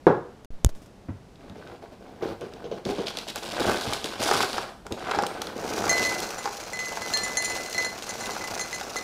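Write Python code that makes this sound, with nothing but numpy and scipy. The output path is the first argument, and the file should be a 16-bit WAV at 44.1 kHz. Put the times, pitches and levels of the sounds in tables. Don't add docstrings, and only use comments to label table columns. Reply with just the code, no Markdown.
import sys
import numpy as np
from scipy import signal
from scipy.io import wavfile
from scipy.ndimage import uniform_filter1d

SR = 44100
rng = np.random.default_rng(int(sys.argv[2]) if len(sys.argv) > 2 else 0)


def put_to_file(sound):
    columns = np.atleast_2d(sound).T
    safe = np.clip(columns, -1, 1)
    whole_steps = np.round(safe * 32767)
    wavfile.write(sys.argv[1], SR, whole_steps.astype(np.int16))


N = 398223
TIME = np.arange(N) / SR

# frequency in Hz, relative level in dB.
KNOCK_SPECTRUM = [(59, -63), (100, -40), (403, 7.5), (637, -1.5), (809, 11), (1060, 2.5), (1210, 4.5),
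                  (1480, 5.5), (1910, -7.5), (3570, -16.5), (4290, -15), (4880, -9), (8000, -22.5),
                  (10400, -51), (17600, -120)]
KNOCK_T60 = .035
# frequency in Hz, relative level in dB.
RATTLE_SPECTRUM = [(800, -27), (1700, -5.5), (2500, 0), (3400, -1), (4800, 0.5), (6000, 2.5), (7500, -5),
                   (10000, -11), (15500, -16)]


def amp(db):
    return 10 ** (np.asarray(db) / 20)


def unit(x):
    return x / np.sqrt(np.mean(x ** 2) + 1e-20)


def read(points, hz):
    f, value = np.transpose(points)
    return np.interp(np.log(hz + 1), np.log(f + 1), value)


def fade(t, t60):
    return np.exp(-np.log(1000) * t / np.maximum(t60, 1e-4))


def add(mix, s, sound):
    part = mix[round(s * SR):][:len(sound)]
    part += sound[:len(part)]


def colour(x, spectrum, size=4096):
    hz = abs(np.fft.fftfreq(size, 1 / SR))
    log_gain = np.log(amp(read(spectrum, hz)))
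    response = np.exp(np.conj(signal.hilbert(log_gain)))
    taps = np.fft.ifft(response).real[:size // 2]
    return signal.oaconvolve(x, taps)[:len(x)]


def impact(spectrum, t60, scatter_db, size=12000):
    ring = rng.standard_normal(size) * fade(TIME[:size], t60)
    ring *= amp(scatter_db) / np.linalg.norm(ring)
    ring[0] += 1
    sound = colour(ring, spectrum)
    return sound / abs(sound).max()


def impacts(rows, spectrum, t60, scatter_db):
    out = np.zeros(N)
    for s, db in rows:
        add(out, s, amp(db) * impact(spectrum, t60, scatter_db))
    return out


def grains(spectrum, per_s, spread_db, t60, clump_db, count=28, size=1200):
    rings = rng.standard_normal((count, size)) * fade(TIME[:size], t60)
    slow_noise = uniform_filter1d(uniform_filter1d(rng.standard_normal(N), size=500), size=500)
    clumps = unit(slow_noise)
    sizes = amp(spread_db * np.minimum(rng.exponential(1, N), 4))
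    kind = rng.integers(0, count, N)
    stream = np.zeros(N)
    for at in np.flatnonzero(rng.random(N) < per_s / SR):
        add(stream, at / SR, sizes[at] * rings[kind[at]])
    stream = colour(stream, spectrum)
    local_power = abs(uniform_filter1d(stream ** 2, size=2600))
    steady = stream / np.sqrt(local_power + 1e-9)
    return unit(steady * amp(clump_db * clumps))


def background_air():
    # frequency in Hz, relative level in dB.
    air_spectrum = [(15, -35), (25, -3), (82, -9.5), (119, -5.5), (140, -9.5), (198, -5), (313, -11.5),
                    (378, -11.5), (703, -16), (997, -22), (2010, -29), (3930, -32.5), (5430, -34.5),
                    (10900, -44), (15500, -53)]
    level_db = -50.5
    return amp(level_db) * unit(colour(rng.standard_normal(N), air_spectrum))


def set_down(ring_db=-13, ring_t60_share=0.52):
    # time in seconds, peak level of the blow in dB.
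    landing = (0.068, -1.9)
    # frequency in Hz, relative level in dB, t60 in s before shortening.
    table_modes = [(136, -25, 0.18), (353, -15, 0.31), (397, -7, 0.15), (480, -19, 0.22), (570, -30, 0.77),
                   (694, -28, 0.19), (750, -19, 0.2), (825, -6, 0.082), (936, -16, 0.62), (1053, -11, 0.15),
                   (1324, -17, 0.3), (1380, -32, 0.73)]
    # frequency in Hz, relative level in dB.
    blow_spectrum = [(47, -40), (80, -38), (129, -7.5), (221, -15), (274, -14.5), (340, -8), (491, -3),
                     (610, -15), (825, -13), (920, -15.5), (1610, -25.5), (2280, -42), (5410, -56),
                     (14000, -85)]
    s, db = landing
    t, out = TIME[:SR], np.zeros(N)
    ring = np.zeros(len(t))
    for hz, mode_db, t60 in table_modes:
        ring += amp(mode_db) * fade(t, t60 * ring_t60_share) * np.sin(2 * np.pi * hz * t)
    add(out, s, amp(db) * impact(blow_spectrum, t60=0.23, scatter_db=11.5))
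    add(out, s, amp(db + ring_db) * ring)
    return out


def room(x, size=26000):
    # frequency in Hz, t60 in seconds.
    decay_times = [(100, 0.43), (400, 0.42), (1500, 0.52), (5000, 0.49), (15000, 0.71)]
    signs = rng.choice([-1., 1.], size)
    taps = signs * (rng.random(size) < .1) * (TIME[:size] > .005)
    hz, t, z = signal.stft(taps, SR, nperseg=256)
    z = z * fade(t, read(decay_times, hz)[:, None])
    tail = signal.istft(z, SR, nperseg=256)[1]
    return signal.oaconvolve(x, tail / np.linalg.norm(tail))[:N]


def camera_bump(s=.6472, click_db=-3, push_db=-6, push_s=0.0036, rise_s=0.000082):
    # frequency in Hz, relative level in dB, t60 in seconds.
    case_modes = [(3600, -16.5, 0.0081), (7000, 2, 0.0017), (10800, -15, 0.0029)]
    # time of the mid-swing in seconds, peak level in dB, swing time in seconds.
    rocks = [(0.517, -28, 0.024), (0.6653, -9, 0.0029), (.705, -29, 0.027)]
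    # start in seconds, peak level in dB, t60 in seconds.
    brushes = [(.447, -34.5, 0.015), (.6625, -24, 0.019), (0.691, -30.5, .05), (0.751, -37.5, 0.31),
               (0.819, -40.5, 0.21), (.86, -45, 0.064)]
    # frequency in Hz, relative level in dB.
    skin_spectrum = [(300, 12), (2500, -6.0), (6000, -4.0), (10000, -10), (15500, -16.0)]
    out, t = np.zeros(N), TIME[:SR // 10]
    click = sum(amp(db) * fade(t, t60) * np.sin(2 * np.pi * hz * t) for hz, db, t60 in case_modes)
    push = np.exp(-t / push_s) * (1 - np.exp(-t / rise_s))
    add(out, s, amp(click_db) * click)
    add(out, s, amp(push_db) * push)
    for at, db, swing_s in rocks:
        u = (TIME - at) / swing_s
        out += amp(db) * u * np.exp((1 - u ** 2) / 2)
    for at, db, t60 in brushes:
        add(out, at, amp(db) * impact(skin_spectrum, t60, scatter_db=10.5))
    return out


def box(rubbing, tumbling):
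    # start in seconds, peak level in dB.
    bump_times = [(1.086, -23.5), (1.498, -33), (2.865, -28.5), (3.665, -26), (3.872, -25), (4.2, -31),
                  (4.336, -29), (4.915, -28)]
    # start in seconds, peak level in dB.
    flex_times = [(2.224, -20), (2.416, -26.5), (2.642, -27), (2.715, -22), (2.854, -29), (2.889, -22),
                  (2.984, -20)]
    # start in seconds, peak level in dB.
    knock_times = [(3.6959, -12), (3.9256, -15), (4.3131, -6.5), (4.3395, -10), (4.354, -15), (4.4057, -8),
                   (4.434, -12.5), (4.5815, -13), (4.8669, -26.5), (5.1118, -14.5), (5.148, -15.5),
                   (5.1881, -10), (5.236, -12.5), (5.4209, -20.5), (5.6401, -23), (5.7805, -18),
                   (5.8409, -14.5), (6.4568, -14), (6.4754, -17), (6.9723, -19), (8.3656, -21.5),
                   (8.8113, -19.5), (8.9585, -18)]
    # frequency in Hz, relative level in dB.
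    bump_spectrum, flap_spectrum = [(30, -17), (60, -1.5), (120, 2), (280, -4.5), (420, -24), (900, -25),
                                    (2500, -38), (5500, -78)], [(59, -45), (100, -21), (172, -1), (246, -13), (353, 5),
                                                  (474, 5.5), (840, -16.5), (1420, -25), (2070, -37),
                                                  (3010, -20.5), (5000, -33), (6500, -31), (11000, -120)]
    rub_spectrum, tumble_spectrum = [(30, -23), (70, -10), (130, -13), (210, -3.5), (280, -6), (370, -3),
                                     (480, -4.5), (620, -9.5), (850, -12), (1600, -48)], [(250, -26), (500, -0.5), (700, 4), (950, -2),
                                                        (1250, -2), (1550, -1.5), (1850, -10), (2400, -11),
                                                        (5000, -43)]
    rub = rubbing * grains(rub_spectrum, per_s=600, spread_db=2, t60=0.016, clump_db=2)
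    tumble = tumbling * grains(tumble_spectrum, per_s=400, spread_db=3.0, t60=0.019, clump_db=2.3)
    bumps = impacts(bump_times, bump_spectrum, t60=0.14, scatter_db=14)
    flexes = impacts(flex_times, flap_spectrum, t60=0.18, scatter_db=9.0)
    knocks = impacts(knock_times, KNOCK_SPECTRUM, t60=KNOCK_T60, scatter_db=1.5)
    return rub + tumble + bumps + flexes + knocks


def crackle(pull, rattling, bright_db=-14, firm_db=-36, brighten=1.0, split_hz=6000):
    # start in seconds, peak level in dB, level of the top octave in relative dB.
    snaps = [(1.357, -43, -23), (1.497, -37, -22), (1.674, -35.5, -23), (2.4104, -33, -13),
             (2.5365, -34.5, -20), (2.8522, -22, -21), (3.0695, -19, -40), (3.0825, -18, -24),
             (3.171, -17.5, -20), (3.1866, -20, -18), (3.3587, -20.5, 1), (3.5977, -22, -6),
             (3.76, -21, -17), (3.811, -21, -14), (3.9343, -13, -13), (4.0429, -14.5, -14.5),
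             (4.4286, -13.5, -14), (4.531, -17.5, -18), (4.8664, -29, -6), (4.923, -21, -17),
             (5.1135, -20, -18), (5.223, -21, -13), (5.2661, -18.5, -8), (5.4182, -16.5, -8.5),
             (5.47, -26, -18), (6.029, -17, -13), (6.203, -18.5, -8), (7.1728, -12.5, -7),
             (7.4238, -18, -9), (7.6988, -24, 1), (8.0235, -22.5, -16), (8.2586, -23, -23),
             (8.811, -22.5, -21), (8.9594, -26, -5)]
    # frequency in Hz, relative level in dB.
    liner_spectrum = [(800, -21.5), (1700, -7), (2500, -1), (3600, 2.5), (5000, 0.5), (6500, -5),
                      (8500, -8), (12000, -15.5), (15500, -23)]
    crinkle = grains(liner_spectrum, per_s=800, spread_db=0.5, t60=.005, clump_db=1.0)
    low_pass = signal.butter(1, split_hz, fs=SR, output="sos")
    soft = signal.sosfilt(low_pass, crinkle)
    bright = crinkle - soft
    out = pull * (soft + bright * (pull / amp(firm_db)) ** brighten)
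    rattle = grains(RATTLE_SPECTRUM, per_s=650, spread_db=3, t60=0.018, clump_db=2.5)
    out += amp(4.5) * rattle * rattling
    for s, db, top_db in snaps:
        tilt_db = top_db - bright_db
        snap = [(hz, d + tilt_db * np.clip(np.log2(hz / 4500), 0, 1)) for hz, d in liner_spectrum]
        add(out, s, amp(db) * impact(snap, t60=.014, scatter_db=12.0))
    return out


def moves(rows, attack_s, release_t60):
    power, t = np.zeros(N), TIME[:SR]
    for s, length, db in rows:
        attack = np.minimum(t / attack_s, 1)
        release = fade(np.maximum(t - length, 0), release_t60)
        add(power, s, (amp(db) * attack * release) ** 2)
    return power


def handling():
    # start in seconds, length in seconds, level in dB before the mix.
    pulls, tugs, tilts = [(1.385, 0.12, -50), (1.54, 0.22, -45.5), (1.81, 0.043, -46), (1.905, 0.027, -44),
                          (1.99, 0.26, -49.5), (2.205, .11, -35), (2.395, 0.068, -42), (2.47, 0.21, -46),
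                          (2.7, 0.086, -41), (2.85, 0.061, -31), (2.965, 0.056, -37), (3.585, 0.041, -27),
                          (3.65, 0.064, -24.5), (4.84, 0.027, -45), (4.905, 0.013, -27.5),
                          (5.14, 0.11, -33), (5.27, .33, -40.5)], [(2.84, .2, -45), (3.05, 0.061, -39), (3.13, 0.099, -43.5),
                                         (3.265, 0.038, -36), (3.34, 0.044, -38), (3.415, 0.13, -39),
                                         (3.57, 0.4, -37.5), (3.97, 0.222, -44), (4.03, 0.031, -35),
                                         (4.19, .26, -34), (4.46, 0.18, -41)], [(3.52, 0.25, -33.5), (3.66, 0.062, -41),
                                                       (4.03, 0.13, -38.5), (4.185, 0.23, -30),
                                                       (4.52, 0.04, -31.5), (4.6, 0.1, -44),
                                                       (4.965, 0.17, -37.5), (5.07, 0.11, -34.5),
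                                                       (5.27, 0.24, -43)]
    # attack in seconds, release t60 in seconds.
    pull_shape, tug_shape, tilt_shape = (0.018, 0.15), (0.021, 0.078), (0.025, 0.15)
    # cardboard rubbing in dB, cereal tumbling in dB, liner crinkling in dB.
    pull_mix, tug_mix, tilt_mix = (0, -6.5, -14.5), (-3.5, -0.5, 0), (-5.5, 0, -8.5)
    kinds = (pulls, pull_shape, pull_mix), (tugs, tug_shape, tug_mix), (tilts, tilt_shape, tilt_mix)
    power = sum(np.outer(amp(mix) ** 2, moves(rows, *shape)) for rows, shape, mix in kinds)
    return np.sqrt(power)


def pouring():
    # time in seconds, level in dB before the mix.
    flow_curve = [(5.551, -45.5), (5.62, -38.5), (5.92, -30.5), (6.18, -34.5), (6.328, -41), (6.68, -42.5),
                  (6.97, -39.5), (7.15, -37.5), (7.42, -39), (7.56, -36), (7.68, -40.5), (7.83, -37),
                  (7.95, -42.5), (8.3, -36.5), (8.46, -41.5), (8.57, -36.5), (8.65, -41.5), (9.02, -41)]
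    # cardboard rubbing in dB, cereal tumbling in dB, pieces rattling in dB.
    flow_mix = (-5, -1.34, -6)
    slide_end_s, slide_fade_s = 5.92, 0.083
    slide_rub_db, slide_hush_db = 7, 3
    s, db = np.transpose(flow_curve)
    flow = amp(np.interp(TIME, s, db)) * (TIME > s[0])
    sliding = .5 - .5 * np.tanh((TIME - slide_end_s) / slide_fade_s)
    rub, tumble, rattle = np.outer(amp(flow_mix), flow)
    return rub * amp(slide_rub_db * sliding), tumble, rattle * amp(-slide_hush_db * sliding)


def drops(tumbling, per_s=16, drop_db=7, spread_db=3):
    out = np.zeros(N)
    for at in np.flatnonzero(rng.random(N) < per_s / SR):
        size = tumbling[at] * amp(drop_db + spread_db * min(rng.exponential(), 2))
        add(out, at / SR, size * impact(KNOCK_SPECTRUM, t60=KNOCK_T60, scatter_db=4.5))
    return out


def glass(rattling, contact_db=4, touches_per_s=30):
    # start in seconds, level of the
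    # lowest mode in dB, then relative dB of the 4.2 kHz, the 6.4 kHz and the two highest families.
    clinks = [(5.8943, -18.5, -5.5, 0, -11), (5.93, -19.5, -8, -18, -20), (5.98, -21.5, -21, -22, -24),
              (6.05, -20, -11, -11, -33), (6.384, -38.5, -11, -16, 2.5), (6.733, -28, -10, -14, -10),
              (6.791, -25.5, -11.5, -6, -23), (6.857, -30.5, -15, -1, -19), (7.02, -31, -8, -15, -15),
              (7.137, -29.5, 10.5, 3.5, -4), (7.2343, -26, -17, -14, -1.5), (7.371, -22.5, -4, 1, -4),
              (7.446, -28, -5, -4, 2.5), (7.499, -27, -9, -17, -6), (7.66, -37, -3, -8, -12),
              (7.746, -28, -3.5, -22, -14), (7.78, -18, -11, -10.5, -26), (7.847, -27, -1, -7, -5),
              (8.092, -34, -7, 1, 0.5), (8.208, -39, 0, -3, 3), (8.238, -33, -14, -19, -16),
              (8.409, -31.5, -14, -18, -16), (8.44, -29, -19, -10, -9), (8.595, -28, -13, 3.5, -8),
              (8.611, -30, 0, 1.5, -1), (8.729, -26, -9, -7.5, -18), (8.746, -33.5, -4, 1, -0.5),
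              (8.965, -25, -9, -6, -10)]
    # frequency in Hz, relative level in dB, t60 in seconds without the heap.
    mode_families = [
        [(2025, -1, .62)],
        [(4199, -.5, .33), (4222, -13, .18), (1750, -13, .8)],
        [(6371, -1, .17), (6356, -12, .12), (7486, -11, .14), (11154, -18, .15)],
        [(7106, 0, .15), (5857, -4, .11)],
        [(9245, 0, .16), (10368, -13, .13), (10573, -11, .13)],
    ]
    # time in seconds, extra decay in dB per second.
    heap_damping = [(5.9, 39), (7.3, 20), (7.8, 92), (8.6, 236)]
    # dB added in a clear strike,
    # dB of light touches relative to the rattle.
    family_drive = [(-0.5, -6), (0, -7), (0, -7), (0, -9), (-6.5, -13)]
    s, low, second, third, high = np.transpose(clinks)
    families_db = low + np.array([0 * low, second, third, high, high])
    at = np.round(s * SR).astype(int)
    heap = np.interp(TIME, *np.transpose(heap_damping))
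    touches = (rng.random(N) < touches_per_s / SR) * rattling * (TIME > s[0])
    ticks_db = np.max(families_db, axis=0) + contact_db
    out = impacts(zip(s, ticks_db), RATTLE_SPECTRUM, t60=0.0047, scatter_db=29)
    for strikes_db, (strike_db, touch_db), modes in zip(families_db, family_drive, mode_families):
        push = amp(touch_db) * touches * rng.exponential(1, N) + 1e-9
        push[at] = amp(strikes_db + strike_db)
        for hz, db, t60 in modes:
            loss = np.cumsum(np.log(1000) / t60 + heap * np.log(10) / 20) / SR
            swing = np.exp(np.maximum.accumulate(np.log(push) + loss) - loss)
            tone = np.sin(2 * np.pi * (hz * TIME + rng.random()))
            out += amp(db) * uniform_filter1d(swing, size=24) * tone
    return out


def scene():
    air = background_air()
    hand_rub, hand_tumble, pull = handling()
    pour_rub, pour_tumble, rattling = pouring()
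    landing = set_down()
    carton = box(hand_rub + pour_rub, hand_tumble + pour_tumble)
    crisp = crackle(pull, rattling)
    clinks = glass(rattling)
    carton = carton + drops(pour_tumble)
    to_room = amp(-7.5) * landing + amp(-5.5) * carton + amp(-6.0) * crisp + amp(-16) * clinks
    return (landing + carton + crisp + clinks + room(to_room) + camera_bump() + air)[None]


def record(dry):
    # from and to, in seconds.
    silence = (.457, .505)
    audible = 1. * ((TIME < silence[0]) | (TIME > silence[1]))
    gate = uniform_filter1d(audible, size=40)
    edge_hz = 15600
    edge = signal.firwin(301, edge_hz, window=("kaiser", 9), fs=SR)
    return signal.oaconvolve(np.clip(dry * gate, -1, 1), edge[None], "same")


dry = scene()
out = record(dry)
put_to_file(out)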